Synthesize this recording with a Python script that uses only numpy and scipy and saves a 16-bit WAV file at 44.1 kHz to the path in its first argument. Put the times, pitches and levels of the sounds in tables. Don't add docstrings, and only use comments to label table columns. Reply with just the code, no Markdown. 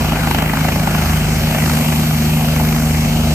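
import sys
import numpy as np
from scipy import signal
from scipy.fft import rfft, irfft
from scipy.io import wavfile
from scipy.ndimage import uniform_filter1d

SR = 44100
rng = np.random.default_rng(int(sys.argv[2]) if len(sys.argv) > 2 else 0)


def wrap_up_sound(samples):
    columns = np.atleast_2d(samples).T
    tamed = np.clip(columns, -1, 1)
    steps = np.round(tamed * 32767).astype(np.int16)
    wavfile.write(sys.argv[1], SR, steps)


N = 147294
TIME_S = np.arange(N) / SR
SIDE = np.array([[1], [-1]])
BLADE_HZ, FIRST_BLADE_S = 26.66, 0.01054


def undb(db):
    return 10 ** (np.asarray(db) / 20)


def curve(table, col):
    rows = np.array(table)
    return np.interp(TIME_S, rows[:, 0], rows[:, col])


def shape(table, col, hz):
    rows = np.array(table)
    return np.interp(np.log(hz + 1), np.log(rows[:, 0]), rows[:, col])


def walk(rate_hz):
    hold = int(SR / rate_hz)
    steps = np.repeat(rng.standard_normal(200)[:N // hold + 1], hold)
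    slewed = uniform_filter1d(uniform_filter1d(steps, hold), hold)
    return 1.3 * slewed[:N]


def rms1(x):
    return x / np.sqrt(np.mean(x ** 2))


def roar(hz, turns):
    # pitch_hz, relative level_db
    roar_colour = [(40, -12), (100, 1), (200, 4), (320, 2), (450, -5), (750, 0), (1050, -5.5), (1600, -6),
                   (1850, -9), (2200, -5), (3100, -8), (3500, -11), (6000, -13), (10000, -17), (11800, -22),
                   (12500, -16), (14600, -15)]
    # start_s, middle_db, treble_db, top_db
    balance = [(0, 0.8, -2, -1), (1.25, 0.5, -1.2, 2), (1.65, -0.8, -0.2, 2), (2.1, -2.5, 0.9, 3.5),
               (3, -4, -1.2, 2), (3.34, -6, 0.6, 1.5)]
    # untouched below the first, then centres of middle, treble and top [Hz]
    balance_hz = (650, 1400, 6000, 13200)
    # start_s, throb_db, puff_db, puff_lag_turns
    pulse = [(0.25, 5.5, 4.5, 0.3), (.55, 7.5, 2, .56), (1, 4.5, -2, 0.59), (1.3, 1, -3.5, .4),
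             (1.7, 9, 6.5, 0.46), (2.1, 3, -1.5, 0.3), (2.5, 4.5, 0.5, .36), (2.68, 3.5, 7.5, 0.42),
             (2.9, 3.5, 3.5, 0.31)]
    roar_db, swell_db, flicker_db = -19.5, .2, 1.4
    swell_hz, flicker_hz = 1.94, 11
    pulse_scatter, pulse_sharpness = .2, 7

    def pulse_train(col, lag_turns):
        swing = np.cos(2 * np.pi * (turns - lag_turns)) - 1
        return curve(pulse, col) * np.exp(pulse_sharpness * swing)

    throb = pulse_train(1, 0)
    puff = pulse_train(2, curve(pulse, 3))
    blade = np.floor(turns + 1.5).astype(int)
    noise = rfft(rng.standard_normal((2, N))) * undb(shape(roar_colour, 1, hz))
    levels = np.array([curve(balance, c) for c in (1, 2, 3)])
    swell = walk(swell_hz)
    octave = np.log2(hz + 1)
    out = 0
    for centre in np.arange(5, 14.5, .5):
        band = np.cos(np.pi * np.clip(octave - centre, -.5, .5)) ** 2
        share = np.array([np.interp(centre, np.log2(balance_hz), row) for row in np.eye(4)[1:]])
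        depth = np.interp(centre, np.log2([200, 700, 2500, 5000, 12000]), [.3, 1.2, 1.05, .45, .35])
        size = 1 + pulse_scatter * rng.standard_normal(200)
        pulse_db = depth * (size[blade] * throb + size[blade + 1] * puff)
        drift_db = swell_db * swell + flicker_db * walk(flicker_hz)
        out = out + undb(share @ levels + drift_db + pulse_db) * irfft(noise * band, N)
    return rms1(out) * undb(roar_db)


def thin_high_tones():
    # pitch_hz, start_s, end_s, level_db (rms, before waver and pan)
    high_tones = [(12937.5, 0, 1.19, -37), (12937.5, 1.47, 3.02, -36), (14062.5, .35, .63, -39),
                  (14062.5, 1.12, 1.5, -45), (14062.5, 2.95, 3.4, -39)]
    waver_db, waver_hz, edge_s = 1.2, 9, .02
    pan_db, lag_turns = -4, .2
    out = 0
    for hz, start, end, db in high_tones:
        level = undb(db + waver_db * walk(waver_hz) + pan_db / 2 * SIDE)
        fade = np.clip(np.minimum(TIME_S - start, end - TIME_S) / edge_s, 0, 1)
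        tone = np.sin(2 * np.pi * hz * TIME_S - np.pi * lag_turns * SIDE)
        out = out + np.sqrt(2) * level * fade * tone
    return out


def tail_rotor():
    # start_s, level_db (scaled for each tone), lag_turns
    tail_course = [(0, -4, -0.094), (.6, -5, -0.031), (1.7, -1.25, 0.02), (2.3, 0, 0.029),
                   (3.34, -0.1, -.08)]
    # multiple, level_db (rms, before the course), share of the course level
    tail_tones = [(1, -24.5, 0.83), (2, -16.5, 0.83), (3, -20.5, 2.14)]
    tail_hz = 76.9
    start_turns, tone_turns, smear_turns = -.025, .38, .13
    turns = start_turns + tail_hz * TIME_S - curve(tail_course, 2)
    out = 0
    for k, db, share in tail_tones:
        level = undb(db + share * curve(tail_course, 1))
        phase_turns = k * turns + tone_turns + smear_turns * k ** 2
        out = out + np.sqrt(2) * level * np.cos(2 * np.pi * phase_turns)
    return out


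def main_rotor(turns):
    # multiple, level_db (rms, before the thump course)
    main_tones = [(2, -27), (3, -27.5), (4, -29), (5, -31), (6, -30), (7, -28.5), (8, -29), (9, -30.5),
                  (10, -34.5),]
    # start_s, lowest_db, lowest_lag_turns, upper_db, upper_lag_turns, upper_scatter_rad
    thump = [(0, 5.5, 0.12, -0.5, 0.067, 0.5), (.7, 0.5, 0.27, 1, 0.16, 0.26), (1.3, 6, 0.32, 0, 0.22, .4),
             (1.7, -5, 0.54, -1, 0.2, 0.77), (2.1, -4, 0.51, -2.5, 0.093, 1.5),
             (2.6, 2, 0.52, -4.5, 0.098, 2.6), (3.2, 4.5, 0.58, -3.5, .1, 2.1)]
    waver_db, waver_hz, skew_turns = 3, 6, -.36
    (k, db), upper = main_tones[0], main_tones[1:]
    lowest_turns = k * (turns - curve(thump, 2)) + skew_turns
    out = undb(db + curve(thump, 1)) * np.cos(2 * np.pi * lowest_turns)
    level_db, lag, scatter = (curve(thump, c) for c in (3, 4, 5))
    for k, db in upper:
        drift = scatter * walk(waver_hz) * (k > upper[0][0])
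        level = undb(db + level_db + waver_db * walk(waver_hz))
        phase_turns = k * (turns - lag) + skew_turns
        out = out + level * np.cos(2 * np.pi * phase_turns + drift)
    return np.sqrt(2) * out


def slaps():
    # start_s, level_db (before the common gain), brightness_db (treble against bass)
    slap_hits = [(0.119, -4, -12), (0.271, -6, 11), (0.309, -2.5, 19), (0.345, -2.5, 14), (0.384, -3.5, 14),
                 (0.421, -6, 14), (0.534, -6.5, 6), (0.649, -6, -6), (0.685, -6, 16), (0.872, -3, 7),
                 (0.947, -5, -2), (1.546, -6.5, -15), (1.923, -7, 14), (2.561, -8.5, 14),
                 (2.597, -7.5, -11), (2.761, -10.5, 7.5)]
    # pitch_hz, relative level_db
    slap_colour = [(250, -8), (500, 1.5), (800, 18), (1300, 4.5), (2300, 1), (4500, -15.5), (14000, -25)]
    rise_s, fall_s, lead_s = 0.0031, 0.004, .005
    gain_db, tilt_hz = -8, 1500
    size = 2048
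    age = np.arange(size) / SR - lead_s
    hz = np.fft.rfftfreq(size, 1 / SR)
    rise = np.sin(np.pi / 2 * np.clip(age / rise_s, 0, 1)) ** 2
    env = rise * np.exp(-np.maximum(age - rise_s, 0) / fall_s)
    tilt = hz ** 2 / (hz ** 2 + tilt_hz ** 2) - .5
    out = np.zeros((2, N + size))
    for start, db, bright_db in slap_hits:
        colour_db = shape(slap_colour, 1, hz) + bright_db * tilt
        burst = irfft(rfft(env * rng.standard_normal((2, size))) * undb(colour_db), size)
        even = np.sqrt(np.sum(env ** 2) / np.sum(burst ** 2, axis=1, keepdims=True))
        at = int((start - lead_s) * SR)
        out[:, at:at + size] += burst * undb(db + gain_db) * even
    return out[:, :N]


def microphone_ports(hz, tones, shared, apart):
    # pitch_hz, left_minus_right_db, left_lag_turns, likeness (0-1)
    ports = [(100, 0, 0, .999), (230, 1.1, .015, .98), (350, 2.8, .09, .9), (450, -.5, .05, .6),
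             (600, -.8, 0, .93), (780, .2, 0, .99), (870, 4.8, .05, .65), (1000, .1, .3, .55),
             (1170, -6, .15, .45), (1380, .3, 0, .75), (1600, 2.4, .11, .65), (1980, .8, .02, .82),
             (2350, 4.2, .15, .35), (2900, 2.8, .35, .4), (3550, .3, .5, .95), (4300, .1, .65, .25),
             (7100, -.6, 1, .3), (11000, -.3, 1.5, .6), (12000, -1.5, 1.7, .15), (14500, -3, 2, .3)]
    angle = np.arccos(np.clip(shape(ports, 3, hz), 0, 1)) / 2
    level = undb(SIDE * shape(ports, 1, hz) / 2)
    lag = np.exp(-1j * np.pi * SIDE * shape(ports, 2, hz))
    noise = np.cos(angle) * shared + SIDE * np.sin(angle) * apart
    return irfft(level * lag * (tones + noise), N)


def scene():
    hz = np.fft.rfftfreq(N, 1 / SR)
    turns = BLADE_HZ * (TIME_S - FIRST_BLADE_S)
    shared, apart = rfft(roar(hz, turns) + slaps())
    tones = rfft(main_rotor(turns) + tail_rotor())
    return microphone_ports(hz, tones, shared, apart) + thin_high_tones()


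def record(dry):
    low_cut_hz, top_hz, drive = 41, 14650, .95
    high_pass = signal.butter(4, low_cut_hz, "high", fs=SR, output="sos")
    low_pass = signal.ellip(12, .2, 70, top_hz, fs=SR, output="sos")
    rounded = np.tanh(drive * signal.sosfilt(high_pass, dry)) / drive
    return signal.sosfilt(low_pass, rounded)


dry = scene()
out = record(dry)
wrap_up_sound(out)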